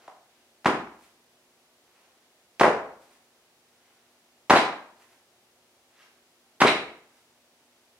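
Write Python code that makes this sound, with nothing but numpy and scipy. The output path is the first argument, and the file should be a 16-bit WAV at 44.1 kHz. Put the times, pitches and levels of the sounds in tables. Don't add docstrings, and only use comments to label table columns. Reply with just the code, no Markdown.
import sys
import numpy as np
from scipy import signal
from scipy.fft import rfft, irfft, next_fast_len
from scipy.io import wavfile
from scipy.ndimage import uniform_filter1d

SR = 44100
rng = np.random.default_rng(int(sys.argv[2]) if len(sys.argv) > 2 else 0)


def bounce(signal):
    frames = np.transpose(np.atleast_2d(signal))
    limited = np.clip(frames, -1, 1)
    pcm = np.round(limited * 32767).astype(np.int16)
    wavfile.write(sys.argv[1], SR, pcm)


N = 352359
HIT_SIZE = 8192
TIME = np.arange(N) / SR
HIT_HZ = np.maximum(np.arange(HIT_SIZE // 2 + 1) * SR / HIT_SIZE, 1)


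def undb(db):
    return 10 ** (np.asarray(db) / 20)


def at(points, hz):
    f, value = np.transpose(points)
    return np.interp(np.log(hz), np.log(f), value)


def unit(x):
    return x / np.sqrt(np.sum(x ** 2) / SR)


def add(track, s, x):
    i = max(int(s * SR), 0)
    track[i:i + len(x)] += x[:N - i]


def causal(gain):
    cepstrum = irfft(np.log(gain + 1e-9))
    cepstrum[1:HIT_SIZE // 2] *= 2
    cepstrum[HIT_SIZE // 2 + 1:] = 0
    return np.exp(rfft(cepstrum))


def colour(x, points):
    response = irfft(causal(undb(at(points, HIT_HZ))))
    return signal.fftconvolve(x, response)[:N]


def resonance(f, hz, q):
    return 1 / np.sqrt(1 + (q * (f / hz - hz / f)) ** 2)


MIC_SPACING_M = .075


def diffuse(size):
    hz = np.maximum(np.arange(size // 2 + 1) * SR / size, 1)
    likeness = np.sinc(2 * hz * MIC_SPACING_M / 343)
    shares = np.sqrt([(1 + likeness) / 2, (1 - likeness) / 2])
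    mid, side = rfft(rng.standard_normal((2, size))) * shares
    return hz, np.array([mid + side, mid - side])


# frequency in Hz, relative level in dB.
AIR_SPECTRUM = [(25, -15.5), (60, -13.5), (120, -12.5), (190, -10), (270, -7), (420, -5.5), (700, -4.5),
                (1000, -9), (1500, -10.5), (3000, -10.5), (6400, -14), (11000, -17.5), (15500, -23)]
AIR_DB = -66
# frequency in Hz, rms level in dB before the waver.
HUM_TONES = [(120, -92), (241, -80), (360.7, -80)]


def ventilation(waver=.25):
    size = 2 * next_fast_len(N // 2 + 1)
    air = np.array([colour(noise, AIR_SPECTRUM) for noise in irfft(diffuse(size)[1])])
    air *= undb(AIR_DB) / np.std(air.mean(axis=0))
    for hz, db in HUM_TONES:
        sway = np.interp(TIME, np.linspace(0, N / SR, 40), rng.standard_normal(40))
        air += undb(db) * np.sqrt(2) * (1 + waver * sway) * np.sin(2 * np.pi * hz * TIME)
    return air


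def rub(db, rise, fall, gain, grain_db=3):
    t = TIME[:SR] - .5
    grains = rng.exponential(size=SR // 20).repeat(20)
    slips = rng.standard_normal(SR) * undb(np.minimum(grain_db * grains, 12))
    swell = np.exp(-np.abs(t) / np.where(t < 0, rise, fall))
    return undb(db) * unit(irfft(rfft(slips) * gain)) * swell


# peak time in seconds, peak level in dB, rise and fall time constants in seconds, pitch in Hz.
LIFT_STROKES = [(.07, -60, .2, .03, 740), (.38, -72, .1, .08, 1800), (2.0, -67, .1, .14, 1100),
                (3.88, -70, .13, .2, 1300), (6.02, -57, .05, .04, 1550)]
# first hand's peak in seconds, brush level in dB,
# drag level of the pressed slab in dB, second hand in dB relative to the first.
GRIP_STROKES = [(1.039, -61, -76, -18), (3.03, -64.5, -67, 1), (5.02, -64, -64, -3), (7.17, -67, -74, -15)]
SECOND_HAND_S, GRIP_RISE_S, GRIP_FALL_S, PRESS_HZ = .1, .04, .032, 1000
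# frequency in Hz, relative level in dB.
BRUSH_SPECTRUM = [(100, -3), (400, 0), (1500, 1.5), (3000, -2.5), (6000, -5.5), (10000, -7), (15000, -13.5)]
# frequency in Hz, relative level in dB.
DRAG_SPECTRUM = [(80, -7), (400, -1), (1000, -1.5), (3000, -1), (6000, -2.5), (11000, -9.5), (15000, -11.5)]


def handling():
    f = np.maximum(np.arange(SR // 2 + 1), 1)
    brush = undb(at(BRUSH_SPECTRUM, f))

    def drag(hz):
        return undb(at(DRAG_SPECTRUM, f)) * resonance(f, hz, q=.9)

    strokes = [(s, rub(db, rise, fall, drag(hz))) for s, db, rise, fall, hz in LIFT_STROKES]
    for s, brush_db, drag_db, second_db in GRIP_STROKES:
        for start, hand_db in (s, 0), (s + SECOND_HAND_S, second_db):
            strokes.append((start, rub(brush_db + hand_db, GRIP_RISE_S, GRIP_FALL_S, brush)))
            strokes.append((start, rub(drag_db + hand_db, GRIP_RISE_S, GRIP_FALL_S, drag(PRESS_HZ))))
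    out = np.zeros(N + SR)
    for s, stroke in strokes:
        out[int(s * SR):int(s * SR) + SR] += stroke
    return out[SR // 2:SR // 2 + N]


def contact(length, count=3):
    gate = np.exp(-(TIME[:HIT_SIZE] / length) ** 4)
    push = rng.standard_normal(HIT_SIZE) * gate
    for _ in range(count):
        flat = irfft(np.exp(1j * np.angle(rfft(push))))
        push = flat * np.sqrt(gate)
    return push


def strike(push, gain):
    return unit(irfft(rfft(push) * causal(gain)))


def cushion(hz, q, soft_ratio):
    return resonance(HIT_HZ, hz, q) / np.sqrt(1 + (HIT_HZ / (hz * soft_ratio)) ** 6)


# frequency in Hz, relative level in dB.
CRACK_SPECTRUM = [(100, -20.5), (800, -8.5), (1800, 3), (3000, -1.5), (5000, -5), (7000, -11), (10000, -17),
                  (12500, -26.5), (15500, -36.5)]


def cracking(body, crack_db):
    crack = unit(undb(at(CRACK_SPECTRUM, HIT_HZ)))
    return np.hypot(unit(body), undb(crack_db) * crack)


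def pop(hz, q, crack_db):
    return cracking(cushion(hz, q, soft_ratio=1.8), crack_db)


def release():
    return [(.078, -62.5, .006, pop(hz=770, q=2.4, crack_db=-16))]


# start in seconds, energy in dB, length in seconds, brightness in dB per octave.
EDGE_TICKS = [(0.646, -58.5, .007, -1.3), (2.5964, -46, .011, 0), (4.4971, -40, .006, -2),
              (6.6032, -40.5, .021, -.7)]
# frequency in Hz, relative level in dB before the brightness tilt.
EDGE_SPECTRUM = [(60, -23), (300, -3.5), (900, 2.5), (1600, 1.5), (3000, -4), (6000, -11.5), (10000, -21.5),
                 (15500, -38)]


def edge_ticks():
    blows = []
    for s, db, length, tilt_db in EDGE_TICKS:
        gain = undb(at(EDGE_SPECTRUM, HIT_HZ) + tilt_db * np.log2(HIT_HZ))
        blows.append((s, db, length, gain))
    return blows


# start in seconds, energy in dB, air cushion pitch in Hz,
# thud pitch in Hz, thud in dB relative to the cushion, crack in dB relative to the body,
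# first fold's energy in dB before scatter, its pitch in Hz before scatter,
# pitch sag in octaves per second, unrolling time in seconds.
FACE_SLAPS = [(0.657, -35, 930, 260, -4.5, -18.5, -51, 850, 0, .034),
              (2.6097, -31.7, 740, 330, -5.5, -19, -39.4, 1300, 30, .078),
              (4.5034, -29.8, 850, 300, -9, -13.5, -38.3, 830, 0, .08),
              (6.6160, -31.8, 1060, 270, -7, -14, -42.5, 690, 20, .046)]


def slaps():
    blows = []
    for s, db, hz, thud_hz, thud_db, crack_db, fold_db, fold_hz, sag, unroll_s in FACE_SLAPS:
        thud = unit(cushion(thud_hz, q=1.8, soft_ratio=2.4))
        face = np.hypot(unit(cushion(hz, q=1.7, soft_ratio=3.1)), undb(thud_db) * thud)
        blows.append((s, db, .0125, cracking(face, crack_db)))
        blows += folds(s, fold_db, fold_hz, sag, unroll_s)
    return blows


FOLD_AFTER_S, FOLD_GAP_S, FOLD_FADE_DB_PER_S = .02, .012, 60
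FOLD_SCATTER_S, FOLD_SCATTER_OCTAVES, FOLD_SCATTER_DB = .002, .15, .7


def folds(s, db, hz, sag, unroll_s, count=7):
    blows = []
    for k, (late, high, loud) in enumerate(rng.standard_normal((count, 3))):
        age = k * FOLD_GAP_S
        if FOLD_AFTER_S + age < unroll_s:
            start = s + FOLD_AFTER_S + age + FOLD_SCATTER_S * late
            fold_hz = hz * 2 ** (FOLD_SCATTER_OCTAVES * high - sag * age)
            fold_db = db - FOLD_FADE_DB_PER_S * age + FOLD_SCATTER_DB * loud
            blows.append((start, fold_db, .005, pop(fold_hz, q=1.3, crack_db=-20)))
    return blows


# start in seconds, energy in dB, pitch in Hz.
TAIL_LANDINGS = [(0.6839, -42.5, 330), (2.6408, -37, 490), (4.536, -40, 320), (6.6464, -37.7, 380)]


def tails():
    return [(s, db, .0025, pop(hz, q=2.5, crack_db=-25)) for s, db, hz in TAIL_LANDINGS]


# start in seconds, energy in dB, length in seconds,
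# crack in dB relative to the body, whistle from 0 to 1 (scales the sharpness of the gap).
AIR_SQUIRTS = [(0.668, -53.5, .006, 8, .3), (4.553, -40.5, .05, -10, .4), (6.6658, -37.3, .028, -13, .9)]
# resonance in Hz, Q at full whistle, relative level in dB.
GAP_RESONANCES = [(2190, 6, 0), (2750, 4, -3), (3900, 18, -4), (8380, 30, -23), (9370, 30, -26)]


def squirts():
    blows = []
    for s, db, length, crack_db, whistle in AIR_SQUIRTS:
        gap = []
        for hz, q, ring_db in GAP_RESONANCES:
            gap.append(undb(ring_db) * unit(cushion(hz, q * whistle, soft_ratio=1.7)))
        blows.append((s, db, length, cracking(np.linalg.norm(gap, axis=0), crack_db)))
    return blows


SPOT_LAGS = [1, 0, 2, 1, 3]


def clay():
    blows = release() + edge_ticks() + slaps() + tails() + squirts()
    spots = np.zeros((len(SPOT_LAGS), N))
    for k, (s, db, length, gain) in enumerate(blows):
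        add(spots[k % len(spots)], s, undb(db) * strike(contact(length), gain))
    return spots


# mode in Hz, level in dB, t60 decay in seconds.
BOARD_MODES = [(64.95, -6, .9), (86, -12, .6), (140, -8, .25), (195, -10.5, 0.45), (292, -10.5, 0.36),
               (426, -9.5, 0.25), (510, -14.5, 0.16), (626, -13.5, 0.048), (779.05, -4.5, 0.053),
               (1010.4, -10.5, 0.2), (991.6, -10.5, 0.065), (1222.8, -10, .1), (1587, -13, 0.25)]


def board(blows):
    t = TIME[:SR // 2]
    ring = 0
    for hz, db, t60 in BOARD_MODES:
        fall = np.log(1000) / t60
        strength = undb(db) * 2 * fall / SR
        ring = ring + strength * np.exp(-fall * t) * np.cos(2 * np.pi * hz * t)
    return blows + signal.oaconvolve(blows, ring)[:N]


def dying(t, t60, linger_db=-23, linger_ratio=1.7):
    fall = np.log(1000) * t / t60
    return np.hypot(np.exp(-fall), undb(linger_db) * np.exp(-fall / linger_ratio))


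# frequency in Hz, t60 of the main fade in seconds.
STUDIO_T60 = [(80, 0.535), (210, 0.5331), (560, 0.5237), (1470, 0.5068), (3880, 0.4302), (10200, 0.3683),
              (16000, 0.0012)]
# frequency in Hz, echo level in dB.
STUDIO_ECHO = [(60, -2), (95, -9), (150, -3.5), (280, -2), (450, -.8), (900, -0.5), (1500, .7), (2200, 2.5),
               (4500, 0), (12000, 3.2)]


def studio(x, lag, gap_s=.003, build_s=0.0042, patchy_db=2, count=19):
    t = TIME[:SR]
    hz, field = diffuse(SR)
    centres = np.geomspace(40, 16000, count)
    tail = 0
    for centre, share in zip(centres, np.eye(count)):
        band = irfft(field * np.interp(np.log(hz), np.log(centres), share))
        power = uniform_filter1d(np.mean(band ** 2, axis=0), int(SR * (.025 + 6 / centre)))
        band = band * np.sqrt(power.mean() / power)
        fade = dying(t, at(STUDIO_T60, centre)) * np.clip((t - gap_s) / build_s, 0, 1)
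        tail = tail + band * unit(fade) * undb(at(STUDIO_ECHO, centre)) / np.sqrt(SR)
    patches = rng.standard_normal(SR // 100).repeat(100)
    clumps = undb(patchy_db * uniform_filter1d(patches, size=40))
    response = tail * clumps / np.sqrt(np.mean(clumps ** 2))
    response[0, lag] += 1
    response[1, 0] += 1
    return signal.oaconvolve(x[None], response, axes=1)[:, :N]


# frequency in Hz, left minus right in dB.
MIC_BALANCE = [(100, 0.1172), (500, 1.1306), (1500, 0), (4000, -0.6547), (8000, -3), (14000, -2.5)]


def scene():
    throws = sum(studio(board(spot), lag) for spot, lag in zip(clay(), SPOT_LAGS))
    left, right = throws + studio(handling(), SPOT_LAGS[0])
    half = np.array(MIC_BALANCE) * [1, .5]
    balanced = np.array([colour(left, half), colour(right, half * [1, -1])])
    return balanced + ventilation()


LOW_CUT_HZ, TOP_HZ = 52, 15750


def record(dry):
    rounded = dry / (1 + dry ** 6) ** (1 / 6)
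    low_cut = signal.butter(3, LOW_CUT_HZ, "high", fs=SR, output="sos")
    top_cut = signal.ellip(10, .1, 80, TOP_HZ, fs=SR, output="sos")
    return signal.sosfilt(top_cut, signal.sosfilt(low_cut, rounded))


dry = scene()
out = record(dry)
bounce(out)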